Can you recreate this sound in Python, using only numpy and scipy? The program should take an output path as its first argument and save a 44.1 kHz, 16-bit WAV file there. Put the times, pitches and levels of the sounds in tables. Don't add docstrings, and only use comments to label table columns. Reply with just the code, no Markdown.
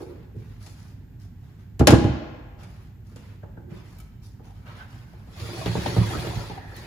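import sys
import numpy as np
from scipy import signal
from scipy.fft import rfft, irfft, next_fast_len
from scipy.io import wavfile
from scipy.ndimage import uniform_filter1d

SR = 44100
rng = np.random.default_rng(int(sys.argv[2]) if len(sys.argv) > 2 else 0)


def transcribe(signal):
    frames = np.atleast_2d(signal).T
    limited = np.clip(frames, -1, 1)
    pcm = np.round(limited * 32767).astype(np.int16)
    wavfile.write(sys.argv[1], SR, pcm)


N = 302526
TIME = np.arange(N) / SR
OCTAVES = 16000 / 2 ** np.arange(10)[::-1]


# start in seconds, then knock, thump and crack in relative dB.
PANEL_LANDINGS = [(1.794, -26, -7, -33), (1.807, -13.5, -7, -49), (1.871, -6.5, -18, -11),
                  (1.876, -13.5, -15, -21), (1.889, -19, -8, -39), (1.905, -13.5, -24, -21.5),
                  (1.919, -11, -9.5, -32), (1.928, -10, -0.5, -36.5), (1.939, -19, -14, -32.5),
                  (1.985, -27.5, -22.5, -58), (2.040, -23, -8, -47), (2.060, -26, -18, -55),
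                  (2.090, -37, -13, -68)]
# pitch in Hz, relative level in dB, t60 in seconds.
BODY_MODES = [(66.3, -2, 0.23), (105, 5, 0.12), (135, 0.5, 0.15), (199.5, -13, 0.35), (246.4, -3, 0.27),
              (300, -0.5, 0.15), (336, -3.5, 0.28), (365, -13.5, 0.11), (432.7, -8.5, .15),
              (535.3, -1.5, 0.077), (616.6, -1.5, 0.049), (684, -5.5, 0.085), (818.2, -7.5, 0.26),
              (1010, -21, 0.081), (1170, -21, .16), (1248, -14.5, 0.077), (1418, -13, 0.21),
              (1650, -12.5, 0.14), (2940, -6.5, 0.077)]
# frequency in Hz, relative octave level in dB.
PANEL_BANDS = [(30, -45.5), (60, -19.5), (125, -9.5), (250, 0.5), (500, -5.5), (1000, -10.5), (2000, -10),
               (4000, -5.5), (8000, -4.5), (16000, -14)]

def panel():
    body = from_db(-5.5) * ringing(PANEL_LANDINGS, BODY_MODES, scatter_db=1.0)
    return body + clatter(PANEL_LANDINGS, PANEL_BANDS) * from_db([[1.5], [-.5]])


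# time in seconds, then sliding wood and stretching film in relative dB.
PULL_EFFORT = [(5.28, -62.5, -71.5), (5.402, -47.5, -49.5), (5.588, -43, -48), (5.846, -39.5, -44),
               (6.204, -38.5, -45.5), (6.48, -46.5, -53), (6.616, -56.5, -69), (6.74, -53, -63),
               (6.762, -49.5, -51), (6.86, -49, -60)]
# frequency in Hz, relative level in dB.
FLOOR_SPECTRUM = [(35, -20), (60, 7.5), (110, 18), (180, 2.5), (300, -12), (600, -53)]
BOARD_SPECTRUM = [(150, -19), (330, -3), (600, -4), (850, -4), (1100, -7.5), (1300, -9), (1550, -17.5),
                  (2100, -17), (3000, -22), (6000, -27)]
FILM_SPECTRUM = [(1200, -1.5), (2400, -2.5), (3300, -0.5), (4500, 5), (6000, -0.5), (8000, -7.5),
                 (10000, -3.5), (12500, -27), (15500, -5)]
# centre in Hz, width in Hz, gain in dB.
DRAG_RESONANCES = [(336, 110, 5), (640, 88, 1), (1290, 84, -2.5), (1810, 560, 6.5), (2530, 180, 5),
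                   (3350, 400, 4.5), (4170, 720, 1.5), (5350, 219.4, -0.5)]

def pallet():
    sliding, stretching = gain_curves(PULL_EFFORT)
    floor = friction(FLOOR_SPECTRUM, slips_per_s=94, spread_db=1.5, slip_s=0.022, smooth=0.76)
    boards = friction(BOARD_SPECTRUM, slips_per_s=220, spread_db=3, slip_s=0.015, smooth=1.0)
    film = friction(FILM_SPECTRUM, slips_per_s=600, spread_db=2, slip_s=0.0025, smooth=3.6)
    rumble = (from_db(4) * sliding + judder()) * floor
    scrape = wander(from_db(0.5) * sliding * boards, depth_db=5.0)
    crinkle = wander(from_db(3) * stretching * film, depth_db=4.0)
    return rumble + resonate(scrape + crinkle, DRAG_RESONANCES) + bumps()


# start in seconds, then knock, thump and crack in relative dB.
PALLET_CATCHES = [(5.398, -57, -28, -36), (5.487, -27, -37, -67), (5.569, -32, -46, -64),
                  (5.659, -17.5, -13, -31), (5.752, -16, -16, -49), (5.86, -18, -22, -32),
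                  (5.964, -14.5, -9.5, -40), (5.992, -28, -16, -59), (6.145, -23.5, -19, -60),
                  (6.267, -25, -34, -39), (6.354, -41, -15.5, -38), (6.497, -28, -33.5, -44),
                  (6.576, -33, -52, -52)]
# pitch in Hz, relative level in dB, t60 in seconds.
BOARD_MODES = [(75.5, 2, 0.02), (106.4, 1.5, .16), (175.5, -2.5, 0.18), (359, -8, 0.092), (426, 0.5, 0.04),
               (575, -15, 0.087), (808, -8.5, 0.066), (906, -4.5, 0.05), (1210, -14.5, 0.052)]
# frequency in Hz, relative octave level in dB.
BOARD_BANDS = [(30, -38.5), (60, -10), (125, -8.5), (250, -8.5), (500, -12.5), (1000, -26), (2000, -10.5),
               (4000, -7), (8000, -36), (16000, -13)]
DROP_LAG_S = 0.017

def bumps():
    catches = [(s, knock, thump - 4, crack) for s, knock, thump, crack in PALLET_CATCHES]
    drops = [(s + DROP_LAG_S, knock - 7, thump, crack - 5) for s, knock, thump, crack in PALLET_CATCHES]
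    blows = catches + drops
    return from_db(-8.5) * ringing(blows, BOARD_MODES, scatter_db=3.5) + clatter(blows, BOARD_BANDS)


def judder(decay_s=0.024):
    shaking = np.zeros(N)
    for s, _, thump, _ in PALLET_CATCHES:
        age = TIME - s - DROP_LAG_S
        shaking += from_db(thump - 13.5) * (age > 0) * np.exp(-np.abs(age) / decay_s)
    return shaking


# start and length in seconds, then rub and swish in relative dB.
CLOTH_STROKES = [(-.02, 0.056, -51.5, -57), (0.048, 0.19, -60, -87), (0.35, .24, -60, -69),
                 (0.591, 0.14, -58.5, -56), (0.75, 0.17, -59, -64), (1.18, 0.073, -62, -64),
                 (1.388, 0.17, -64.5, -74.5), (1.577, 0.022, -57, -66), (2.575, 0.08, -51, -60.5),
                 (2.668, .2, -62, -68.5), (3.04, 0.13, -66, -68.5), (3.154, 0.19, -56, -68),
                 (3.684, 0.13, -51, -65.5), (3.828, 0.18, -59.5, -64.5), (4.209, 0.066, -65, -57),
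                 (4.42, .09, -57.5, -65.5), (4.532, 0.13, -63, -73), (4.646, 0.091, -45.5, -66.5),
                 (4.74, 0.095, -47, -64), (4.87, 0.17, -55, -64.5), (5.058, 0.21, -61, -70)]
# start and length in seconds, relative level in dB.
LOOSE_SHIFTS = [(-.01, 0.029, -36.5), (0.069, 0.11, -46), (0.332, .07, -51)]
# frequency in Hz, relative level in dB.
RUB_SPECTRUM = [(200, -2.5), (450, -2.5), (800, 0), (1500, -1.5), (2500, -5.5), (4000, -11.5), (8000, -30)]
SWISH_SPECTRUM = [(1500, -10.5), (3000, -6.5), (5000, 6), (7500, -2.5), (10000, -1.5), (14500, -8),
                  (16000, -4.5)]
HOLLOW_SPECTRUM = [(150, -18), (280, -5), (360, 2), (480, -0.5), (580, -14), (1200, -45)]

def handling():
    rub = friction(RUB_SPECTRUM, slips_per_s=280, spread_db=2.5, slip_s=0.005, smooth=3)
    swish = friction(SWISH_SPECTRUM, slips_per_s=400, spread_db=6.5, slip_s=.0015, smooth=2.9)
    hollow = friction(HOLLOW_SPECTRUM, slips_per_s=130, spread_db=4, slip_s=0.008, smooth=0.9)
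    fidget = from_db(-73.5)
    rub *= fidget + sum(from_db(db) * stroke(s, length) for s, length, db, _ in CLOTH_STROKES)
    swish *= sum(from_db(db) * stroke(s, length) for s, length, _, db in CLOTH_STROKES)
    hollow *= sum(from_db(db) * stroke(s, length) for s, length, db in LOOSE_SHIFTS)
    return wander(from_db(-3.0) * rub + swish + hollow, depth_db=3.0)


def stroke(start, length, attack_s=0.019, release_s=0.044, arch_db=3.5):
    age = TIME - start
    attack = 1 - np.exp(-(np.clip(age, 0, .3) / attack_s) ** 2)
    arch = from_db(-arch_db * (2 * np.clip(age / length, 0, 1) - 1) ** 2)
    release = np.exp(-np.clip(age - length, 0, 1) / release_s)
    return attack * arch * release


# peak time and half-width in seconds, pitch in Hz, relative level in dB.
SCUFF_EVENTS = [(3.298, 0.009, 1620, -62), (3.434, 0.0032, 1572, -51), (3.578, 0.0055, 1550, -53.5),
                (3.709, 0.042, 354, -47), (4.497, 0.018, 834, -54), (4.695, 0.045, 1377, -57.5),
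                (4.816, 0.018, 1530, -46), (5.863, 0.0026, 852, -25.5), (5.967, 0.011, 640, -38),
                (6.151, 0.013, 1350, -34.5), (6.512, .009, 878, -39.5), (6.583, .006, 824, -38),
                (6.72, 0.14, 1855, -51.5)]

def scuffs():
    out, t = np.zeros((2, N)), np.arange(-16384, 16384) / SR
    for s, width, hz, db in SCUFF_EVENTS:
        band = butter(rng.standard_normal((2, len(t))), 2, [hz / 1.134, hz * 1.044], "band")
        add(out, s + t[0], from_db(db) * rms_one(band) * np.exp(-.5 * (t / width) ** 2))
    return out


# start in seconds, then knock, thump and crack in relative dB.
TRIM_TAPS = [(0.004, -30, -53, -60), (0.363, -66, -20.5, -62), (0.663, -44, -50, -39.5),
             (2.633, -43, -47, -47), (3.113, -49, -52, -63), (3.16, -42, -60, -43.5),
             (3.432, -34.5, -40, -66), (3.458, -49.5, -68, -71), (3.572, -37.5, -32.5, -74.5),
             (3.597, -49, -52, -79), (3.714, -39.5, -23, -91), (4.395, -38, -43, -90),
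             (5.134, -42.5, -44, -62), (5.272, -44.5, -34, -63)]
SHARP_TICKS = [(3.985, -66, -74.5, -49.5), (4.001, -48, -70, -46.5), (6.765, -47, -70, -44)]
# pitch in Hz, relative level in dB, t60 in seconds.
HOLLOW_MODES = [(103.9, -4.5, 0.27), (477.5, -4.5, 0.086), (616, -6.5, 0.034), (754, -9, .08),
                (850, -10.5, 0.16), (1220, -6.5, 0.042), (1517, -7.5, 0.023)]
TICK_MODES = [(1290, 9.5, 0.088), (2273, 5.5, 0.068), (3044, 4, 0.12), (5400, -1.5, 0.055)]
# frequency in Hz, relative octave level in dB.
TRIM_BANDS = [(50, -42), (125, -8), (250, -7), (500, -9.5), (1000, -15.5), (2000, -14.5), (4000, -11.5),
              (8000, -9.5), (16000, -34)]
TICK_BANDS = [(60, -30), (2000, -28), (4000, -14), (8000, -8.5), (16000, 1)]

def taps():
    knocks = clatter(TRIM_TAPS, TRIM_BANDS)
    trim_ring = from_db(-8) * ringing(TRIM_TAPS, HOLLOW_MODES, scatter_db=5.5)
    tick_ring = from_db(-13.5) * ringing(SHARP_TICKS, TICK_MODES, scatter_db=1)
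    return knocks + trim_ring + tick_ring + clatter(SHARP_TICKS, TICK_BANDS)


# left and right delay in seconds, gain in dB.
BOOT_REFLECTIONS = [(.0031, 0.0053, -18), (.0074, 0.0067, -15), (0.0099, 0.013, -17.5)]

def boot(x):
    bright = butter(x, 2, 400, "high")
    for *delays, db in BOOT_REFLECTIONS:
        echo = [np.interp(TIME - s, TIME, side, left=0) for s, side in zip(delays, bright)]
        x = x + from_db(db) * np.array(echo)
    return x


# frequency in Hz, t60 in seconds.
HALL_DECAY = [(60, .3), (250, 0.88), (1000, 1.37), (2500, 1.45), (5000, 0.71), (8000, 0.43), (15000, .3)]
# frequency in Hz, gain in dB.
HALL_GAIN = [(60, -13), (125, -13.5), (250, -10.5), (500, -12.5), (1000, -12), (2000, -12), (4000, -13),
             (8000, -14.5), (16000, -29)]

def hall(x, size=65536, build_s=0.012):
    build_up = 1 - np.exp(-(np.arange(size) / SR / build_s) ** 2)
    bands = dying_octaves(HALL_DECAY, size) * build_up
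    energy = np.sum(bands ** 2, axis=2).mean(1)
    level = from_db(at_hz(HALL_GAIN, OCTAVES)) * np.sqrt(np.log(4) * OCTAVES / SR / energy)
    return signal.fftconvolve(x, np.tensordot(level, bands, 1), axes=1)[:, :N]


# frequency in Hz, relative level in dB.
AIR_SPECTRUM = [(15, -40.5), (25, -9), (48, 0.5), (75, -6.5), (107, -2.5), (133, -7), (253, -17.5),
                (285, -23.5), (371, -26.5), (570, -40.5), (875, -37.5), (1190, -50.5), (1590, -40.5),
                (2560, -49), (7500, -59.5), (9750, -71), (16500, -120)]
HISS_SPECTRUM = [(3000, -16), (8000, -2.5), (11000, -10), (14000, 5), (16000, -0.5)]

def ventilation():
    air = butter(coloured(white(), AIR_SPECTRUM), 4, 44, "high")
    hum = np.sin(2 * np.pi * 100 * TIME)
    hiss = coloured(white(), HISS_SPECTRUM)
    return from_db(-43) * air + from_db(-46) * hum + from_db(-72.5) * hiss


# frequency in Hz, t60 in seconds.
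CLATTER_DECAY = [(100, 0.12), (500, 0.1), (2000, 0.16), (6000, .075), (15000, 0.031)]

def clatter(blows, spectrum):
    out, t = np.zeros((2, N)), np.arange(8192) / SR
    swell = 1 - np.exp(-(t * OCTAVES[:, None, None]) ** 2)
    for blow in blows:
        level = from_db(force_db(blow, OCTAVES) + at_hz(spectrum, OCTAVES))
        add(out, blow[0], np.tensordot(level, swell * dying_octaves(CLATTER_DECAY, len(t)), 1))
    return out


def ringing(blows, modes, scatter_db):
    out, t = np.zeros((2, N)), np.arange(SR // 2) / SR
    hz, level_db, t60 = np.transpose(modes)
    sign = (-1) ** np.arange(len(hz))
    skew = sign * np.arccos(np.clip(at_hz(STEREO_LIKENESS, hz), 0, 1)) / 2
    cycles = hz[:, None, None] * t
    swell = 1 - np.exp(-(2 * cycles) ** 2)
    decay = from_db(-60 * t / t60[:, None, None])
    waves = swell * decay * np.sin(2 * np.pi * cycles + skew[:, None, None] * [[1], [-1]])
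    for blow in blows:
        strength_db = force_db(blow, hz) + level_db + scatter_db * rng.standard_normal(len(hz))
        add(out, blow[0], np.tensordot(sign * from_db(strength_db), waves, 1))
    return out


def force_db(blow, hz):
    _, knock, thump, crack = blow
    return at_hz([(125, thump), (300, knock), (850, knock), (4000, crack)], hz)


def friction(spectrum, slips_per_s, spread_db, slip_s, smooth):
    sizes = from_db(spread_db * np.minimum(rng.exponential(1, N), 4))
    slipping = rng.random(N) < slips_per_s / SR
    slips = signal.lfilter([1], [1, -np.exp(-1 / (slip_s * SR))], sizes * slipping + 1e-12)
    return coloured(white() * (smooth + rms_one(slips)), spectrum)


def wander(x, depth_db):
    cells = signal.stft(x, nperseg=1024, noverlap=512)[2]
    patches = uniform_filter1d(rng.standard_normal(cells.shape[1:]), size=4, axis=0)
    patches = uniform_filter1d(patches, size=3, axis=1)
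    gain = rms_one(from_db(depth_db * rms_one(patches)))
    return signal.istft(cells * gain, nperseg=1024, noverlap=512)[1][:, :N]


def resonate(x, peaks):
    for hz, width, db in peaks:
        x = x + (from_db(db) - 1) * signal.lfilter(*signal.iirpeak(hz, hz / width, fs=SR), x)
    return x


def dying_octaves(t60s, size):
    hz, bins = stereo_spectrum(rng.standard_normal((2, size)), size)
    share = np.maximum(1 - np.abs(np.log2(np.maximum(hz, 1) / OCTAVES[:, None])), 0)
    share /= np.sqrt(np.mean(share ** 2, axis=1, keepdims=True))
    bands = irfft(bins * share[:, None], size)
    t60 = np.maximum(at_hz(t60s, OCTAVES), .01)
    return bands * from_db(-60 * np.arange(size) / SR / t60[:, None, None])


# frequency in Hz, correlation from 0 to 1.
STEREO_LIKENESS = [(60, 1), (130, 0.97), (290, 0.76), (640, 0.63), (1400, 0.22), (3000, 0.029),
                   (7000, 0.05)]

def stereo_spectrum(pair, size):
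    hz = np.fft.rfftfreq(size, 1 / SR)
    mid, side = rfft(pair, size)
    alike = np.clip(at_hz(STEREO_LIKENESS, hz), 0, 1)
    return hz, np.sqrt((1 + alike) / 2) * mid + np.sqrt((1 - alike) / 2) * side * [[1], [-1]]


def coloured(pair, spectrum):
    hz, bins = stereo_spectrum(pair, next_fast_len(N, True))
    return rms_one(irfft(bins * from_db(at_hz(spectrum, hz)) * hz / np.hypot(hz, 25))[:, :N])


def gain_curves(rows, fade_s=0.047):
    s, *columns = np.transpose(rows)
    fade_in = np.exp(-np.maximum(s[0] - TIME, 0) / fade_s)
    return [from_db(np.interp(TIME, s, db)) * fade_in for db in columns]


def white():
    return rng.standard_normal((2, N))


def butter(x, order, hz, kind):
    return signal.sosfilt(signal.butter(order, hz, kind, fs=SR, output="sos"), x)


def from_db(db):
    return 10 ** (np.asarray(db) / 20)


def rms_one(x):
    return x / np.sqrt(np.mean(x ** 2) + 1e-20)


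def at_hz(points, hz):
    f, value = np.transpose(points)
    return np.interp(np.log(np.maximum(hz, 1)), np.log(f), value)


def add(out, s, sound):
    start = max(round(s * SR), 0)
    out[:, start:start + sound.shape[1]] += sound[:, :N - start]


def scene():
    slam, rubs, knocks, drag = panel(), handling() + scuffs(), taps(), pallet()
    echo = hall(slam + from_db(4.0) * rubs + from_db(8) * knocks + from_db(3.5) * drag)
    return slam + boot(rubs + knocks + drag) + echo + ventilation()


def microphone(x, split_hz, lag_s):
    size = next_fast_len(N + SR // 10, True)
    hz = np.fft.rfftfreq(size, 1 / SR)
    left, right = rfft(x, size)
    shared = 1 / (1 + (split_hz / np.maximum(hz, 1)) ** 20)
    left = np.sqrt(1 - shared) * left + np.sqrt(shared) * right * np.exp(-2j * np.pi * hz * lag_s)
    lean_db = at_hz([(40, 2), (120, -3), (260, -4), (550, 2), (2000, -1.2), (4500, 1.5), (8000, 1.5)], hz)
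    return irfft([left * from_db(lean_db / 2), right * from_db(-lean_db / 2)], size)[:, :N]


def record(dry, stop_hz=16500):
    heard = microphone(dry, split_hz=7400, lag_s=.000291)
    heard = butter(heard, 2, 32, "high")
    rounded = heard / (1 + heard ** 6) ** (1 / 6)
    return signal.sosfilt(signal.cheby2(16, 70, stop_hz, fs=SR, output="sos"), rounded)


dry = scene()
out = record(dry)
transcribe(out)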